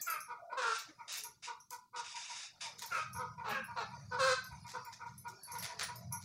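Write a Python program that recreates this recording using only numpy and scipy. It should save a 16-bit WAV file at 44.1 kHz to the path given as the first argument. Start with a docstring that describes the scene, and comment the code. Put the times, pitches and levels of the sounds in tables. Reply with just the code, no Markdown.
"""Hens squawk and cluck in a hard-walled yard while cloth and hands rustle and glass bangles clink throughout.
Okra pods rasp and snap on a fixed blade: filtered noise with uneven pressure or a dying crackle.
Hen voices are rough pulses through beak resonances; bangles ring in modes.
A low uneven hum of filtered noise comes up halfway through, with a few dull sine thuds.
Sparse echoes surround the hens, the pods and the bangles; a noise suppressor and a band limit end the chain."""
import sys
import numpy as np
from scipy import signal
from scipy.fft import rfft, irfft, next_fast_len
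from scipy.io import wavfile
from scipy.ndimage import uniform_filter1d, map_coordinates

SR = 44100
rng = np.random.default_rng(int(sys.argv[2]) if len(sys.argv) > 2 else 0)


def generate_wav(sig):
    """Save sig (samples, or channels by samples) to the path in sys.argv[1] as 16-bit PCM at SR."""
    pcm = np.round(np.clip(np.atleast_2d(sig).T, -1, 1) * 32767).astype(np.int16)
    wavfile.write(sys.argv[1], SR, pcm)


N = 275184
TIME = np.arange(N) / SR  # s

# throat with the beak nearly shut: (frequency [Hz], level [dB])
SHUT_BEAK_SPECTRUM = [(150, -54), (320, -5.5), (480, -10.5), (700, -11.5), (960, 2.5), (1150, -13),
                      (1420, -0.5), (1750, -51), (2400, -32), (3100, -23.5), (4800, -22.5), (6500, -32.5),
                      (10000, -33.5), (15000, -52)]
CHEST_PER_DB = 0.94  # dB of chest tone per dB of call level
UNSTEADY, UNSTEADY_HZ = 0.011, 70.15  # chance bends of the pitch: share and rate


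def amp(db):
    """Decibels to gain."""
    return 10 ** (np.asarray(db) / 20)


def unit(x):
    """Scales to rms 1."""
    return x / np.sqrt(np.mean(x ** 2) + 1e-20)


def read(points, hz):
    """Reads a table on a log-frequency axis."""
    f, value = np.transpose(points)
    return np.interp(np.log(hz + 1), np.log(f + 1), value)


def add(mix, s, sound):
    """Mixes a sound in at time s."""
    part = mix[max(0, round(s * SR)):][:len(sound)]
    part += sound[:len(part)]


def colour(x, points, tilt_db=0):
    """Filters by a spectrum, tilted in dB per octave; rms 1."""
    size = next_fast_len(len(x) + 1024)
    hz = np.fft.rfftfreq(size, 1 / SR)
    gain = amp(read(points, hz) + tilt_db * np.log2(1 + hz / 500))
    return unit(irfft(rfft(x, size) * gain, size)[:len(x)])


def waver(count, hz):
    """Smooth chance of rms about 1, changing hz times a second."""
    at = np.arange(count) * hz / SR
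    return map_coordinates(rng.standard_normal(4096), [at + 2], order=2, mode="wrap")


def resonate(x, hz, width):
    """A resonance that follows the curve hz, applied twice for steep sides; rms 1."""
    turn = np.exp(2j * np.pi * np.cumsum(hz) / SR)
    r = np.exp(-np.pi * width / SR)
    # shift the resonance to 0 Hz, low-pass with a double pole, shift back
    low = signal.lfilter([1], [1, -2 * r, r * r], x / turn)
    return unit((turn * low).real)


def yard(x, wet_db):
    """Adds the echoes of walls and ground: sparse taps, each band dying at its own speed."""
    # (frequency [Hz], t60 [s])
    decay_points = [(150, 0.15), (500, 0.23), (1200, 0.39), (5000, 0.39), (9000, 0.3), (15000, 0.087)]
    slots = np.arange(130, SR - 22, 22)
    taps = np.zeros(SR)
    taps[slots + rng.integers(0, 22, len(slots))] = rng.choice([-1., 1.], len(slots))
    hz, t, z = signal.stft(taps, SR, nperseg=256)
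    decay = amp(-60 * t / read(decay_points, hz)[:, None])
    tail = signal.istft(z * decay, SR, nperseg=256)[1]
    wet = signal.fftconvolve(x, tail / np.linalg.norm(tail))[:N]
    return (x + amp(wet_db) * wet) / np.hypot(1, amp(wet_db))


def background():
    """Hands and cloth rustle in shifting patches over very still air."""
    # (time [s], level [dB])
    rustle_levels = [(0, -54), (.4, -72.5), (.9, -63.5), (1.35, -70), (1.9, -90), (2.7, -58.5),
                     (3.1, -62.5), (3.35, -65.5), (4.1, -59), (4.6, -58), (5.2, -66), (5.5, -58.5),
                     (5.9, -57.5), (6.24, -65.5)]
    # (frequency [Hz], level [dB per Hz])
    rustle_spectrum = [(60, -49), (200, -13), (350, -5), (700, 6.5), (1100, 1), (1800, -0.5), (2400, 1),
                       (3100, -12), (4500, 4.5), (6000, 3.5), (8000, -10), (11000, -5), (16000, -52)]
    # (frequency [Hz], level [dB per Hz])
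    air_spectrum = [(30, 10.5), (150, 19), (400, 11), (1000, -30), (4000, 6.5), (15000, 2)]
    z = signal.stft(colour(rng.standard_normal(N), rustle_spectrum), nperseg=1024)[2]
    patches = uniform_filter1d(rng.standard_normal(z.shape), size=6, axis=0)
    patches = unit(uniform_filter1d(patches, size=8, axis=1))
    rustle = unit(signal.istft(z * amp(4.5 * patches), nperseg=1024)[1][:N])
    air = amp(-68) * colour(rng.standard_normal(N), air_spectrum)
    return amp(np.interp(TIME, *np.transpose(rustle_levels))) * rustle + air


def bangles():
    """Each clink rings two glass hoops of different size, and their neighbours on the wrist chatter along."""
    # two bangles meet: (time [s], relative level [dB], ring of the struck one [Hz],
    # ring of its neighbour [Hz], relative level of the lower modes [dB])
    clink_table = [(.014, -43.5, 14500, 12040, 5.5), (.065, -49.5, 12500, 10000, -14),
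                   (.0995, -41, 12230, 9680, -2.5), (0.204, -50, 10660, 12070, 1.5),
                   (.786, -56.5, 14300, 9450, 3), (1.236, -47, 11250, 12500, 2.5),
                   (1.602, -62.5, 10840, 11810, 8), (2.86, -53, 13760, 9840, -10),
                   (3.1313, -49.5, 10700, 12100, 1), (3.17, -54, 10760, 12300, 4),
                   (3.493, -52.5, 13700, 9770, -8), (3.642, -56, 10970, 15500, -13),
                   (4.441, -56, 12200, 9680, 6.5), (4.849, -57, 14400, 10300, 1),
                   (5.179, -52, 10190, 11700, -4.5), (5.433, -49.5, 10630, 11300, -16),
                   (5.517, -49, 10800, 12100, 2.5), (5.585, -47, 11580, 10640, -1),
                   (5.626, -46.5, 9990, 15300, -21), (5.831, -46, 9800, 15400, -6),
                   (5.9569, -53, 12780, 9840, 0), (6.124, -42, 10930, 11860, 1)]
    # modes of a bangle: (multiple of its main ring, relative level [dB], t60 [s])
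    mode_table = [(1, 0, 0.22), (.93, 3.5, 0.049), (1.07, -3.5, 0.14), (.526, 0, 0.15), (.49, -1, 0.067)]
    # glass on glass: (frequency [Hz], level [dB per Hz])
    tick_spectrum = [(300, -72), (2500, -40), (5500, -3.5), (8000, 0), (12000, -1)]
    neighbour_db = -6.5  # main modes and tick of the neighbour against the struck one
    out, t = np.zeros(N), np.arange(SR // 3) / SR
    for s, clink_db, struck_hz, neighbour_hz, low_db in clink_table:
        for hz, db in ((struck_hz, clink_db), (neighbour_hz, clink_db + neighbour_db)):
            for ratio, mode_db, t60 in mode_table:
                # both hoops share one level for their lower modes
                strike_db = db + 2 if ratio > .7 else clink_db + low_db - 3
                ring = np.sin(2 * np.pi * (hz * ratio * t + rng.random()))
                mode_hz = np.full(len(t), hz * ratio)
                chatter = resonate(rng.standard_normal(len(t)), mode_hz, width=490)
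                decay = amp(strike_db + mode_db - 60 * t / t60)
                add(out, s, decay * (.6 * ring + .55 * chatter))
            tick = colour(rng.standard_normal(len(t)), tick_spectrum) * np.exp(-t / 0.0087)
            add(out, s, amp(db - 0.5) * tick)
    high_pass = signal.butter(4, 3000, "high", fs=SR, output="sos")
    return yard(signal.sosfilt(high_pass, out), wet_db=-2.5)


def syrinx(hz, rough, jitter, doubling, chest_db=0):
    """Jittery pulses, alternately strong and weak, with a puff of air in each cycle."""
    count = len(hz)
    turns = np.cumsum(hz * (1 + jitter * rough ** 1.5 * waver(count, 420))) / SR
    # the windpipe delays each overtone differently, which spreads the pulse over its cycle
    overtones = sum(np.cos(2 * np.pi * (k * turns - rng.random())) for k in range(2, 19))
    # hoarseness shakes the overtones, while the chest tone stays clear
    shake = 1 + doubling * rough * np.cos(np.pi * turns) + 1.6 * rough ** 2 * waver(count, 260)
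    folds = amp(chest_db) * np.cos(2 * np.pi * turns) + shake * overtones
    puffs = (0.082 + np.exp(-(turns % 1) / 0.22)) * rng.standard_normal(count)
    return (1 - rough) * unit(folds) + rough ** 2 * unit(puffs)


def squawks():
    """Loud calls: beak opens, pitch sags, mouth resonance slides, voice is hoarsest in mid-call."""
    # (time [s], length [s], relative level [dB], swell over the call [dB], first pitch [Hz],
    # pitch it sags towards [Hz], first mouth resonance [Hz], last mouth resonance [Hz],
    # upper resonance [Hz], its relative level [dB], roughness [0-1])
    squawk_table = [(0.063, 0.12, -39.5, -5, 730, 601.4, 1420, 1170, 2234, -10.5, 0.45),
                    (0.563, 0.18, -37, -2.5, 569.5, 449.6, 1170, 1300, 3820, -23, 0.52),
                    (2.901, 0.11, -38, 3, 772.3, 599, 1510, 1130, 2250, -11.5, 0.56),
                    (3.432, 0.1, -39, 4.5, 521, 403, 1150, 870, 4070, -24, 0.58),
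                    (3.492, 0.12, -40.5, -6.5, 686, 510.2, 1570, 1520, 2470, -9.5, 0.53),
                    (3.754, 0.086, -39, 2.5, 549, 402, 1080, 750, 4150, -16.5, 0.58),
                    (4.182, .16, -31.5, 1, 562, 509.8, 1200, 1410, 4110, -20.5, 0.47)]
    # throat with the beak open: (frequency [Hz], level [dB])
    open_beak_spectrum = [(150, -21), (300, -10), (420, -0.5), (520, 2.5), (660, -6), (1000, -1.5),
                          (1500, 1.5), (1900, -8.5), (2600, -7), (3100, -12.5), (4200, -13.5), (6300, -17),
                          (8500, -23), (15000, -20.5)]
    attack_s, release_s, beak_open_s = 0.017, 0.019, 0.016
    sag_s = 0.04  # time constant
    clear_share = 0.65  # share of the roughness at either end
    average_db, chest_db, upper_q = -35.5, -1.5, 2.9
    # the harder the call, the more treble
    treble_db, treble_per_db, treble_hz = 1, 1.25, 3140
    high_pass = signal.butter(2, treble_hz, "high", fs=SR, output="sos")
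    out = np.zeros(N)
    for (s, length, db, swell_db, first_hz, last_hz, first_mouth_hz, last_mouth_hz,
         upper_hz, upper_db, rough) in squawk_table:
        t = np.arange(0, length, 1 / SR)
        along = t / length
        hz = last_hz + (first_hz - last_hz) * np.exp(-t / sag_s)
        hz = hz * (1 + UNSTEADY * waver(len(t), UNSTEADY_HZ))
        mouth_hz = first_mouth_hz + (last_mouth_hz - first_mouth_hz) * along
        hoarse = rough * (clear_share + (1 - clear_share) * np.sin(np.pi * along))
        envelope = np.minimum(t / attack_s, 1) * np.minimum((length - t) / release_s, 1)
        opening = np.minimum(t / beak_open_s, 1)
        drive = syrinx(hz, np.clip(hoarse, 0, 1), jitter=.08, doubling=1.45,
                       chest_db=chest_db + CHEST_PER_DB * (db - average_db))
        throat = opening * colour(drive, open_beak_spectrum)
        throat = throat + (1 - opening) * colour(drive, SHUT_BEAK_SPECTRUM)
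        mouth = resonate(drive, mouth_hz, width=710)
        upper = resonate(drive, np.full(len(t), upper_hz), width=upper_hz / upper_q)
        voice = 0.64 * throat + .5 * mouth + amp(upper_db) * upper
        level_db = db + swell_db * (along - .5)
        treble = signal.sosfiltfilt(high_pass, voice)
        treble_gain = opening * amp(treble_db + treble_per_db * (level_db - average_db))
        voice = voice - treble + treble * treble_gain
        add(out, s, amp(level_db) * envelope * unit(voice))
    return yard(out, wet_db=-1.5)


def clucks():
    """Short hoarse notes through a nearly shut beak: pitch and resonances arch, then sink as it closes."""
    # (time [s], length [s], relative level [dB], nominal mouth resonance [Hz])
    cluck_table = [(.279, 0.07, -43.5, 1230), (0.494, 0.051, -47.5, 1450), (0.52, .028, -39, 1090),
                   (.977, 0.059, -51, 1180), (1.24, 0.037, -50, 1180), (1.467, 0.058, -42.5, 1140),
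                   (1.708, 0.045, -43, 1110), (1.928, 0.097, -42, 1176), (2.137, .058, -49, 950),
                   (2.291, 0.034, -48, 895), (2.61, 0.08, -50.5, 1110), (2.812, 0.042, -47, 1060),
                   (3.142, 0.054, -44, 1190), (3.183, 0.063, -37, 1180), (3.373, 0.056, -44, 1050),
                   (3.675, .055, -46.5, 1170), (3.911, 0.055, -50, 1160), (4.109, 0.07, -36.5, 1270),
                   (4.509, .037, -49, 1140), (4.641, 0.046, -50, 1134), (4.735, 0.0447, -38, 1214),
                   (4.841, 0.063, -49, 1130), (4.992, 0.058, -46.5, 1290), (5.053, 0.024, -44.5, 1040),
                   (5.244, 0.048, -44, 1194), (5.47, 0.063, -50, 1130), (5.528, 0.045, -42, 1080),
                   (5.684, 0.047, -47.5, 1070), (5.882, 0.039, -43, 1110), (6.109, 0.064, -47, 1110)]
    # an average cluck; a louder one is a little higher, with more chest tone and less upper resonance
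    average_db, average_hz, chest_db, upper_base_db = -45, 483.3, 0, -13
    hz_per_db, upper_per_db = 1.42, -0.83
    out = np.zeros(N)
    for s, length, db, mouth_hz in cluck_table:
        effort_db = db - average_db
        hz = average_hz + hz_per_db * effort_db
        along = np.linspace(0, 1, int(length * SR))
        arch = abs(np.sin(np.pi * along ** .9))
        opening = 0.984 + 0.093 * arch - 0.14 * along
        bend = .99 + 0.0599 * arch - 0.0793 * along + UNSTEADY * waver(len(along), UNSTEADY_HZ)
        drive = syrinx(hz * bend, 0.51, jitter=0.074, doubling=1.14,
                       chest_db=chest_db + CHEST_PER_DB * effort_db)
        mouth = resonate(drive, mouth_hz * opening, width=370)
        upper = resonate(drive, 2200 * opening, width=380)
        voice = unit(colour(drive, SHUT_BEAK_SPECTRUM) + 0.63 * mouth)
        voice = voice + amp(upper_base_db + upper_per_db * effort_db) * upper
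        add(out, s, amp(db - 1.0) * voice * arch)
    return yard(out, wet_db=-1)


def whines():
    """Soft quavering notes from hens farther off: a wavering sine with a weak octave."""
    # (time [s], length [s], relative level [dB], first pitch [Hz], last pitch [Hz])
    whine_table = [(0.377, 0.044, -57, 678, 687), (0.412, 0.046, -51.5, 670, 653),
                   (0.46, .086, -53, 639, 602), (0.871, 0.043, -59, 285, 310), (1.141, 0.19, -66, 458, 443),
                   (2.699, 0.16, -69, 559, 384), (5.287, 0.092, -60, 355, 409),
                   (5.563, 0.22, -60, 696, 622), (5.624, 0.22, -64.5, 468, 424),
                   (5.926, .154, -59, 650, 637)]
    out = np.zeros(N)
    for s, length, db, first_hz, last_hz in whine_table:
        count = int(length * SR)
        hz = np.linspace(first_hz, last_hz, count) * (1 + 0.058 * waver(count, 247.0))
        phase = 2 * np.pi * np.cumsum(hz) / SR
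        quaver = amp(1.6 * waver(count, 106))
        tone = unit(quaver * (np.sin(phase) + 0.1 * np.sin(2 * phase)))
        add(out, s, amp(db) * tone * signal.windows.tukey(count, .6))
    return yard(out, wet_db=3.0)


def rasps():
    """The bristly skin of a pod drags over the iron: countless tiny catches blur into a hiss."""
    # strokes along the edge: (time [s], length [s], relative level [dB])
    stroke_table = [(0.617, 0.16, -48), (1.077, .11, -46), (1.423, 0.053, -48.5), (1.958, 0.038, -46.5),
                    (2.039, 0.081, -48.5), (2.151, 0.3, -48), (2.606, 0.057, -44), (2.919, 0.11, -54.5)]
    # (frequency [Hz], level [dB per Hz])
    rasp_spectrum = [(150, -35), (500, -18.5), (750, -7.5), (1200, -7), (1900, -4), (2700, 0.5),
                     (3250, -6.5), (3700, 3.5), (4100, -7), (4900, 0.5), (6500, -1.5), (8000, -8),
                     (10300, -12.5), (11800, -31)]
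    attack_s, release_s = 0.0047, 0.02
    wobble_db, wobble_hz = 1.73, 46  # the hand presses unevenly
    pressure = np.zeros(N)
    for s, length, db in stroke_table:
        t = np.arange(int((length + .15) * SR)) / SR
        release = np.exp(-np.maximum(t - length, 0) / release_s)
        add(pressure, s, amp(db) * np.minimum(t / attack_s, 1) * release)
    pressure = pressure * amp(wobble_db * waver(N, wobble_hz))
    catches = colour(rng.standard_normal(N) * amp(1.5 * waver(N, 500)), rasp_spectrum)
    return yard(pressure * catches, wet_db=-4.0)


def cuts():
    """The pod wall cracks at once, then its fibres part in a dying crackle."""
    # (time [s], relative level [dB], decay constant of the tearing [s], brightness [dB per octave])
    cut_table = [(.788, -43.5, 0.042, 0), (.889, -52.5, 0.033, -8), (1.119, -39, 0.066, 3),
                 (1.173, -38.5, 0.028, 15), (1.706, -36, 0.0056, 8.5), (1.717, -42.5, .035, 8),
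                 (2.785, -48, 0.21, 3), (2.821, -36.5, 0.018, 2), (4.666, -48.5, .042, 4),
                 (4.69, -46.5, 0.052, 1), (4.924, -48, .036, 0), (5.06, -58, 0.093, 1.5),
                 (5.279, -47.5, 0.038, 6), (5.551, -52.5, 0.27, -3), (5.625, -39, 0.052, -3),
                 (5.644, -34.5, 0.0075, -3), (5.792, -34.5, .017, -1.5), (5.809, -33.5, 0.034, -5.5),
                 (6.213, -50.5, 0.081, 2.5)]
    # (frequency [Hz], level [dB per Hz])
    pod_spectrum = [(60, -67), (250, -36), (500, -16), (900, -11), (1900, 0.5), (3000, -5), (4500, 1),
                    (6200, 1), (8500, -8.5), (12000, -11), (16000, -19)]
    out, t = np.zeros(N), np.arange(SR // 5) / SR
    for s, db, decay_s, bright_db in cut_table:
        fibres = rng.standard_normal(len(t)) * amp(4.5 * waver(len(t), 900))
        add(out, s, amp(db - 2.5) * colour(fibres, pod_spectrum, bright_db) * np.exp(-t / decay_s))
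    return yard(out, wet_db=-6.5)


def hum():
    """A low, lumpy hum of filtered noise that swells and drops, and once holds a higher tone."""
    # (time [s], level [dB])
    hum_levels = [(0.0, -78), (2.26, -78), (2.9, -69), (3.18, -54.5), (3.79, -63), (3.84, -55),
                  (4.81, -57.5), (4.85, -71.5), (5.13, -56.5), (5.42, -72.5), (5.65, -56), (5.68, -71),
                  (5.8, -58), (6.24, -52.5)]
    # (frequency [Hz], level [dB per Hz])
    hum_spectrum = [(25, -60), (50, -47.5), (75, -3), (120, 5.5), (160, -1), (200, -0.5), (240, -31),
                    (330, -27), (600, -101)]
    # the higher tone: (time [s], length [s], level [dB], frequency [Hz])
    tone_settings = (3.5, 0.18, -55.5, 210)
    lump_db, lump_hz = 2, 11  # depth and rate of chance swells
    level_db = np.interp(TIME, *np.transpose(hum_levels)) + lump_db * waver(N, lump_hz)
    out = amp(level_db) * colour(rng.standard_normal(N), hum_spectrum)
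    s, length, db, hz = tone_settings
    count = int(length * SR)
    tone = resonate(rng.standard_normal(count), np.full(count, hz), width=41)
    add(out, s, amp(db) * tone * signal.windows.tukey(count, .4))
    return out


def bumps():
    """Dull thuds on the ground: low sines that die within a few cycles."""
    # (time [s], relative level [dB], pitch [Hz])
    bump_table = [(3.151, -43, 91.4), (4.518, -40.5, 75), (6.063, -42, 132)]
    out, t = np.zeros(N), np.arange(SR // 6) / SR
    for s, db, hz in bump_table:
        envelope = np.minimum(t / 0.017, 1) * np.exp(-t / 0.02)
        add(out, s, amp(db) * np.sin(2 * np.pi * hz * t) * envelope)
    return out


def suppress(x, threshold_db, depth_db):
    """Noise suppressor: turns down the parts of the spectrum that lie under a threshold."""
    z = signal.stft(x, nperseg=512, noverlap=384)[2]
    power = uniform_filter1d(abs(z) ** 2, size=5, axis=-1)
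    keep = power / (power + amp(threshold_db) ** 2)
    return signal.istft(z * amp(-depth_db * (1 - keep)), nperseg=512, noverlap=384)[1][:, :N]


def scene():
    """Hens, kitchen work and background at one microphone."""
    hens = squawks() + clucks() + whines()
    work = rasps() + cuts() + bangles()
    return (hens + work + hum() + bumps() + background())[None]


def record(dry):
    """Noise suppression, then the recorder's band limit."""
    edge_hz = 15900
    clean = suppress(dry, threshold_db=-81.0, depth_db=16.0)
    low_pass = signal.firwin(511, edge_hz, window=("kaiser", 9), fs=SR)
    return signal.oaconvolve(clean, low_pass[None], "same")


dry = scene()
out = record(dry)
generate_wav(out)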